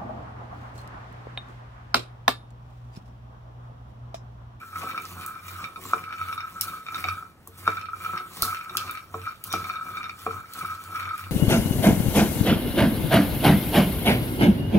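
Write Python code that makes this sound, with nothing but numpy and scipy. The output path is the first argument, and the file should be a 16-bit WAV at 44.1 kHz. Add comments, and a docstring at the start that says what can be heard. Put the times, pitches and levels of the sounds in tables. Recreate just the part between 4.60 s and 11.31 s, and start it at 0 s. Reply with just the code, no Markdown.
"""Peanuts are stirred in a small pan with a wooden spatula, heard close by at two ports.
From the start a fan hums (shaped noise) and strokes make nuts tumble (random impacts through pan modes),
skins rustle (shaped noise) and the glass cooktop shake. Single nuts soon ring the pan, the spatula knocks
(damped modes), skins snap (noise bursts); later the spatula edge scrapes (narrow resonances) and the biggest
snap pushes a puff of air (a smooth pulse). A small kitchen answers throughout (decaying noise tails)."""
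import sys
import numpy as np
from scipy import signal
from scipy.fft import rfft, irfft, next_fast_len
from scipy.io import wavfile
from scipy.ndimage import uniform_filter1d, map_coordinates

SR = 44100
rng = np.random.default_rng(int(sys.argv[2]) if len(sys.argv) > 2 else 0)


def dump_mix(stems):
    """Bounce the given channels to the path in sys.argv[1] as a 16-bit WAV at rate SR."""
    frames = np.atleast_2d(stems).T  # one column per channel
    limited = np.clip(frames, -1, 1)  # hard clip at full scale
    pcm = np.round(limited * 32767).astype(np.int16)
    wavfile.write(sys.argv[1], SR, pcm)


N = 295911

# fan and room hush, spectrum shape: pitch_hz, density_db_per_hz
FAN_SPECTRUM = [(22, -7.5), (95, -2.5), (585, -17), (1300, -18), (1810, -22), (2820, -31.5), (14700, -40),
                (16000, -58)]
# spatula strokes, levels relative: start_s, sweep_s, skins_db, nuts_delay_s, roll_s, nuts_db,
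# nuts_fall_db_per_s, push_delay_s, push_s, push_db
STROKES = [(-.15, 0.065, -49, 0.026, 0.11, -39.5, 112, 0.04, 0.044, -55),
           (0.192, 0.076, -43.5, -0.027, 0.18, -39.5, 85, -0.024, 0.046, -41),
           (0.462, 0.16, -45.5, 0.12, 0.17, -42.5, 72, 0.04, 0.067, -39.5),
           (0.876, 0.15, -48, 0.084, 0.077, -39.5, 197, -0.012, 0.2, -49.5),
           (1.255, 0.082, -45, 0.056, 0.25, -42, 70, -0.057, 0.25, -48),
           (1.598, 0.13, -49, -0.067, 0.31, -39.5, 195, 0.025, 0.08, -39),
           (1.926, 0.25, -51.5, 0.07, 0.16, -40.5, 81, 0.08, 0.071, -53),
           (2.395, 0.12, -44.5, -0.046, 0.19, -37, 159, -0.021, 0.16, -41.5),
           (3.052, 0.071, -46, 0.041, 0.079, -38, 69, -0.033, 0.16, -44),
           (3.459, 0.069, -45.5, -0.0071, 0.13, -36.5, 149, -0.086, 0.15, -49),
           (3.785, 0.078, -41.5, 0.054, 0.1, -37.5, 72, 0.02, 0.097, -44.5),
           (4.149, 0.12, -47, 0.029, 0.18, -39.5, 136, 0.017, 0.096, -45.5),
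           (4.553, 0.11, -51.5, 0.11, 0.024, -36.5, 302, 0.015, 0.087, -42),
           (4.916, 0.17, -48.5, 0.012, 0.26, -38.5, 78, -0.031, 0.14, -40),
           (5.302, 0.069, -48.5, 0.059, 0.072, -36.5, 120.5, 0.0017, 0.14, -48.5),
           (5.629, 0.13, -48, 0.061, 0.1, -43.5, 108.5, 0.026, 0.091, -39.5),
           (5.987, 0.063, -43.5, 0.023, 0.061, -36.5, 66, 0.052, 0.087, -43.5),
           (6.24, 0.18, -48, 0.12, 0.06, -33.5, 73, 0.044, 0.18, -44.5),
           (6.562, 0.12, -49.5, -0.053, 0.13, -41.5, 110, 0.084, 0.047, -36)]
# rubbing skins, spectrum shape: pitch_hz, density_db_per_hz
SKINS_SPECTRUM = [(1060, -55), (1800, -1), (2410, -4), (3640, -3.5), (5150, -9), (13400, -8.5),
                  (16000, -5.5)]
# lowest pan floor modes: pitch_hz, width_hz, level_db
PAN_LOW_MODES = [(1060, 46, -18.5), (1212, 49, -7.5), (1294.7, 33.9, 6.5), (1326.3, 52.3, 3),
                 (1363, 98, -4.5), (1588, 192, -15.5)]
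# upper pan floor modes: pitch_hz, width_hz, level_db
PAN_HIGH_MODES = [(2340, 78, 3), (2410, 93, -14), (3700, 59, -6), (4380, 130, -11.5), (5485, 100, -11)]
# dry click of a nut: pitch_hz, width_hz, level_db
NUT_MODES = [(1950, 780, 0.5), (3040, 1700, -6.5)]
# glass cooktop modes: pitch_hz, width_hz, level_db
GLASS_MODES = [(107, 19, -1.5), (176.4, 15.7, 3), (261, 11, 2), (323, 17.5, -3), (367.2, 10.7, 1),
               (449.7, 5.1, 1.5), (527, 20, -6.5), (668, 28, -9.5), (738.7, 18, -2.5), (1109, 92, 2)]
# clear strikes on the pan floor: start_s, low_modes_peak_db, upper_modes_db (re low)
TAPS = [(0.157, -27.5, -8), (0.2729, -28.5, -5), (0.3773, -22, 1.5), (0.8819, -33, 4), (1.0416, -30.5, 9),
        (1.159, -29.5, -1.5), (1.3342, -7.5, -15.5), (1.5098, -26.5, -17), (1.6141, -21, -4.5),
        (1.727, -25, 1.5), (1.7778, -23, -5.5), (1.8049, -26, -1), (2.0813, -25, -5), (2.2648, -31.5, 4),
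        (2.2853, -31, 6.5), (2.345, -28, 8), (2.441, -25, 10), (2.4863, -17, 0), (2.625, -30, -20),
        (3.0681, -20.5, -7), (3.077, -4.5, -12.5), (3.1698, -27.5, 2), (3.286, -25.5, -35),
        (3.3326, -22, -27), (3.461, -21.5, -8), (3.551, -25.5, -23), (3.8278, -17.5, -20),
        (3.928, -20.5, -15), (4.0105, -30, 3), (4.0958, -32.5, 5), (4.151, -21.5, -27), (4.2943, -22, -4.5),
        (4.541, -26.5, -8.5), (4.674, -20.5, -40), (4.9377, -15, -6), (5.0439, -35.5, 6.5),
        (5.098, -20.5, -6), (5.1567, -25.5, -2.5), (5.21, -24.5, -20), (5.3705, -26.5, 2.5),
        (5.441, -27, 3), (5.4951, -29, 7.5), (5.664, -23, -5.5), (5.7082, -23.5, -11), (5.731, -28, -16),
        (6.0492, -22, -12), (6.113, -28.5, -16), (6.3814, -27, -13), (6.509, -21, -32)]
# spatula knocks: start_s, level_db, wood_pitch_hz
KNOCKS = [(0.232, -23, 910), (1.334, -19, 1040), (2.448, -26.5, 740), (2.873, -35.5, 1000),
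          (3.077, -19, 1120), (3.821, -22.5, 670), (4.542, -20.5, 1100), (4.938, -16.5, 756),
          (5.6652, -14, 726)]
# snapping skins: start_s, level_db, hiss_db (re crack), dull_body_db (re bright)
SNAPS = [(0.4204, -31, -32, -14), (0.4528, -39.5, -24, 14), (0.6625, -20, -19, -33),
         (2.0104, -6, -22, -7.5), (2.36, -34.5, -30, 9), (2.874, -27.5, -24, -17.5), (2.976, -40, 1.5, -8),
         (3.8219, -5, -17, -4), (4.1704, -11, -24.5, 4.5), (4.3109, -21.5, -23, -26),
         (4.8394, -16, -21, -7.5), (4.9267, -21, -17, 3.5), (5.936, -25, -23, -3.5), (6.238, -31, -18, -8),
         (6.578, -30, -13, -21)]
# spatula edge grating along the pan: start_s, length_s, pitch_hz, level_db
SCRAPES = [(1.263, 0.026, 7370, -46), (4.91, 0.025, 3660, -41), (4.919, 0.018, 5710, -39.5),
           (4.928, 0.029, 2360, -42)]
# decay of the room's answer: pitch_hz, t60_s
KITCHEN_DECAY = [(200, 0.15), (2000, 0.15), (12000, 0.03)]
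# phase by which the left port leads: pitch_hz, lead_rad
PORT_LEAD = [(100, 0), (600, .2), (1400, .85), (2300, 2.1), (4300, 2.7), (5200, 3.8), (5800, 2 * np.pi)]
# left-right likeness: pitch_hz, correlation
PORT_LIKENESS = [(30, .6), (70, .96), (300, .78), (1300, .88), (2400, .3), (4400, .45), (8000, .84),
                 (15000, .88)]
# overall band edges, low cut and steep high cut: pitch_hz, gain_db
BAND_EDGES = [(30, -8), (80, 0), (15800, 0), (15950, -30), (16900, -34)]

FAN_DB = -54.5
# envelope slopes around a stroke: (rise, fall)
SKINS_SLOPE_DB_PER_S, PUSH_SLOPE_DB_PER_S = (104, 110), (330, 204)
NUTS_RISE_DB_PER_S = 177
BOOM_HZ = 93.7  # centre of the lowest cooktop mode
CONTACT_DB_PER_DB, CONTACT_REF_DB = 0.51, -23.5  # contact shortens with harder blows; peak of the nominal one
WOOD_DB, WOOD_WIDTH_HZ = -4, 69
KNOCK_MUTE_HZ = 14  # the pressed spatula widens every glass mode
PUFF_AT_S, PUFF_S = 3.83, 0.0035
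PUFF_LEFT_DB, PUFF_RIGHT_DB = -22.5, -33.5
BAND_TOP_HZ = 16984


def amp(db):
    """Decibels to gain."""
    return 10 ** (np.asarray(db) / 20)


def unit(x):
    """Scaled to rms 1."""
    return x / np.sqrt(np.mean(x ** 2) + 1e-20)


def along(points, hz):
    """Table of (Hz, value) interpolated on a log frequency axis."""
    f, v = np.transpose(points)
    return np.interp(np.log(hz + 20), np.log(f + 20), v)


def filtered(x, response):
    """x times a complex response of frequency."""
    m = next_fast_len(N + SR // 2)
    spectrum = rfft(x, m) * response(np.fft.rfftfreq(m, 1 / SR))
    return irfft(spectrum, m)[..., :N]


def shaped(x, spectrum):
    """x shaped by a (Hz, dB per Hz) table, rms 1."""
    return unit(filtered(x, lambda hz: amp(along(spectrum, hz))))


def body(modes):
    """Response of a set of damped resonances, alternating in sign."""
    def response(f):
        total = 0
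        for k, (c, w, db) in enumerate(modes):
            total = total + (-1) ** k * amp(db) * 1j * f * w / (c * c - f * f + 1j * f * w)
        return total
    return response


def narrow(x, hz, width_hz):
    """x through one resonance twice, rms 1."""
    return unit(filtered(x, lambda f: body([(hz, width_hz, 0)])(f) ** 2))


def hail(per_s, spread_db):
    """Random impacts of scattered size, rms 1."""
    hits = rng.random(N) < per_s / SR
    size = amp(spread_db * np.clip(rng.standard_normal(N), -2, 2))
    return unit(hits * size * rng.standard_normal(N))


def wobble(rate):
    """A smooth random curve, rate knots a second."""
    knots = rng.standard_normal(int(N * rate / SR) + 4)
    return map_coordinates(knots, [np.arange(N) * rate / SR])


def wander(x, samples, rate):
    """Resonances drift a little as the load on the pan shifts: a wobbling time axis."""
    return map_coordinates(x, [np.arange(N) + samples * wobble(rate)])


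def patchy(x, depth_db):
    """Random patches of gain over time and frequency."""
    z = signal.stft(x, nperseg=256)[2]
    field = uniform_filter1d(rng.standard_normal(z.shape), size=7, axis=0)
    field = uniform_filter1d(field, size=12, axis=1)
    return signal.istft(z * amp(depth_db * unit(field)), nperseg=256)[1][:N]


def strokes(start_s, length_s, db, slope):
    """Gain over time: each stroke swells, holds and dies away; overlapping strokes add in power."""
    t = np.arange(0, N + 64, 64)[:, None] / SR
    rise_db = slope[0] * np.maximum(start_s - t, 0)
    fall_db = slope[1] * np.maximum(t - start_s - length_s, 0)
    gain = np.sqrt((amp(db - rise_db - fall_db) ** 2).sum(1))
    return np.interp(np.arange(N) / SR, t[:, 0], gain)


def strike(rows, modes, contact_cycles, scatter_db, mute_hz):
    """Blows of (s, peak dB); each wakes the modes anew; harder ones are shorter and, if muted, more damped."""
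    out, t = np.zeros(N + SR), np.arange(SR // 5) / SR
    hz, width, db = np.transpose(modes)[..., None]
    luck = rng.standard_normal((len(rows), len(modes), 2))
    for (s, peak_db), (size, detune) in zip(rows, luck.transpose(0, 2, 1)[..., None]):
        fade = np.exp(-np.pi * (width + mute_hz * amp(peak_db)) * t)
        contact = contact_cycles * amp(-CONTACT_DB_PER_DB * (peak_db - CONTACT_REF_DB))
        swell = 1 - np.exp(-t * hz / contact)
        tone = np.sin(2 * np.pi * hz * (1 + 0.0052 * detune) * t)
        ring = (amp(db + scatter_db * size) * swell * fade * tone).sum(0)
        out[round(s * SR):][:len(t)] += amp(peak_db) * ring / np.abs(ring).max()
    return out[:N]


def fan():
    """The cooktop's cooling fan and the room's hush: steady shaped noise."""
    return amp(FAN_DB) * shaped(rng.standard_normal(N), FAN_SPECTRUM)


def tumbling(tumble):
    """Rolling nuts hail on the pan: many contacts ring the low modes, clicks add their own dry body."""
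    falls = tumble * hail(650, spread_db=4.5)
    clicks = tumble * hail(55, spread_db=3)
    pan = amp(25.5) * wander(filtered(falls, body(PAN_LOW_MODES)), 34.9, rate=7)
    pan += filtered(amp(-12) * falls + clicks, body(NUT_MODES))
    # separate contacts wake each upper mode on its own
    high = np.zeros(N)
    for mode in PAN_HIGH_MODES:
        contacts = tumble * hail(700, spread_db=4) + clicks
        high += wander(filtered(contacts, body([mode])), 13.8, rate=12)
    return pan + amp(7) * patchy(high, depth_db=2.5)


def rustling(rustle):
    """Dry skins rub: fine impacts and noise, patchy in time and frequency."""
    grains = amp(2.5 * wobble(45)) * hail(2000, spread_db=4)
    rub = patchy(grains + 1.1 * rng.standard_normal(N), depth_db=2.4)
    return amp(1.8 * wobble(16)) * rustle * shaped(rub, SKINS_SPECTRUM)


def shaking(tumble, push, rustle):
    """Drag shakes the glass modes; each push swings the lowest one, its pitch shifting with the load."""
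    drag = amp(-35.5) * tumble + amp(-14) * push + amp(-2.0) * rustle
    jolts = amp(3.0 * wobble(11)) * hail(250, spread_db=2.5)
    glass = drag * unit(filtered(jolts, body(GLASS_MODES)))
    swing = np.sin(2 * np.pi * np.cumsum(BOOM_HZ + 2 * wobble(10)) / SR)
    boom = amp(-1.5 + 2.5 * wobble(14)) * (push + amp(-58.5)) * swing
    return glass + boom


def stirring():
    """Each stroke rubs skins, rolls nuts and pushes on the glass under the pan, each with its own timing."""
    s, sweep, skins_db, follow, roll, nuts_db, settle, press, bear, push_db = np.transpose(STROKES)
    rustle = strokes(s, sweep, skins_db, SKINS_SLOPE_DB_PER_S)
    tumble = strokes(s + follow, roll, nuts_db, (NUTS_RISE_DB_PER_S, settle))
    push = strokes(s + press, bear, push_db, PUSH_SLOPE_DB_PER_S)
    return tumbling(tumble) + rustling(rustle) + shaking(tumble, push, rustle)


def taps():
    """Single nuts and the spatula tip click and ring the pan floor."""
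    low = [(s, db) for s, db, _ in TAPS]
    high = [(s, db + high_db) for s, db, high_db in TAPS]
    ring = strike(low, PAN_LOW_MODES, 3.7, 4.4, mute_hz=118)
    ring += strike(high, PAN_HIGH_MODES, 0.8, 3.1, mute_hz=120)
    return ring + amp(-7.5) * strike(high, NUT_MODES, 1.0, 5, mute_hz=0)


def knocks():
    """A short wooden blow rings spatula and glass, hardly its lowest modes; the spatula chatters after it."""
    muted = [(hz, width + KNOCK_MUTE_HZ, db + 10 * np.log10(width)) for hz, width, db in GLASS_MODES]
    chatter = [(s + .009 * k ** 1.3, db - 8 * k) for s, db, _ in KNOCKS for k in range(3)]
    wood = np.zeros(N)
    for s, db, hz in KNOCKS:
        wood_modes = [(hz, WOOD_WIDTH_HZ, 0), (0.83 * hz, 500, 5)]
        wood += strike([(s, db + WOOD_DB)], wood_modes, 0.16, 0.6, mute_hz=0)
    glass = amp(-3.5) * strike(chatter, muted, 1.35, 3, mute_hz=30)
    return filtered(wood + glass, lambda hz: 1j * hz / (300 + 1j * hz))  # 300 Hz high-pass


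def snaps():
    """A skin cracks in a few milliseconds, then steam sputters out of it; a duller body adds to the crack."""
    bright, dull, t = np.zeros(N + SR), np.zeros(N + SR), np.arange(SR // 2) / SR
    crack = np.exp(-(t / .0022) ** 2) * (1 - np.exp(-t / .0002))
    for s, db, hiss_db, dull_db in SNAPS:
        sputter_db = 2.5 * wobble(60)[:len(t)]
        steam = amp(-60 * t / 0.36 + sputter_db) * (1 - np.exp(-(t / 0.004) ** 2))  # t60 0.36 s
        burst = amp(db - 5.5) * (crack + amp(hiss_db) * steam)
        bright[round(s * SR):][:len(t)] += burst
        dull[round(s * SR):][:len(t)] += amp(dull_db) * burst
    bright_noise = narrow(rng.standard_normal(N), 12700, 18000)
    dull_noise = narrow(rng.standard_normal(N), 4400, 3300)
    return bright[:N] * bright_noise + dull[:N] * dull_noise


def scrapes():
    """Gritty slips of the spatula edge make one narrow pan resonance each sing."""
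    out = np.zeros(N)
    for s, length_s, hz, db in SCRAPES:
        sing = narrow(hail(990, spread_db=3), hz, .05 * hz)
        out += strokes(np.array([s]), length_s, db, (900, 400)) * sing
    return out


def puff():
    """Air pushed by the biggest snap: a soft low pulse, mostly at the left port."""
    pulse = -np.exp(-((np.arange(N) / SR - PUFF_AT_S) / PUFF_S) ** 2)
    return pulse * amp([[PUFF_LEFT_DB], [PUFF_RIGHT_DB]])


def kitchen(x):
    """Room answer with a decay per frequency; a fresh random tail for every block of 8192 samples."""
    out, step, delay = np.zeros((2, N + SR)), 8192, 200  # samples
    for start in range(0, N, step):
        hz, t, z = signal.stft(rng.standard_normal((2, SR // 5)), SR, nperseg=256)
        t60 = along(KITCHEN_DECAY, hz)[:, None]
        tail = signal.istft(z * amp(-60 * t / t60) / np.sqrt(t60), SR, nperseg=256)[1]
        tail = tail / np.linalg.norm(tail, axis=1, keepdims=True)
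        answer = signal.fftconvolve(x[None, start:start + step], tail, axes=1)
        out[:, start + delay:][:, :answer.shape[1]] += answer
    return out[:, :N]


def ports(a, b):
    """Two ports hear a alike, up to a phase lead; b is the part in which they differ."""
    def turn(hz):
        return np.arccos(np.clip(along(PORT_LIKENESS, hz), -1, 1)) / 2

    def lead(hz):
        return np.exp(.5j * np.outer([1, -1], along(PORT_LEAD, hz)))

    alike = filtered(a, lambda hz: np.cos(turn(hz)) * lead(hz))
    return alike + filtered(b, lambda hz: np.outer([1, -1], np.sin(turn(hz))) * lead(hz))


def scene():
    """Everything in the pan, the fan and the room; part of the echoes and fan differs between the ports."""
    near = stirring() + taps() + knocks() + snaps() + scrapes()
    shared, apart = kitchen(near)
    return ports(near + amp(-10.5) * shared + fan(), apart + fan()) + puff()


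def record(dry):
    """Overall band edges: low cut below 80 Hz, steep cut near 16 kHz, nothing above 16984 Hz."""
    return filtered(dry, lambda hz: amp(along(BAND_EDGES, hz)) * (hz < BAND_TOP_HZ))


dry = scene()
out = record(dry)
dump_mix(out)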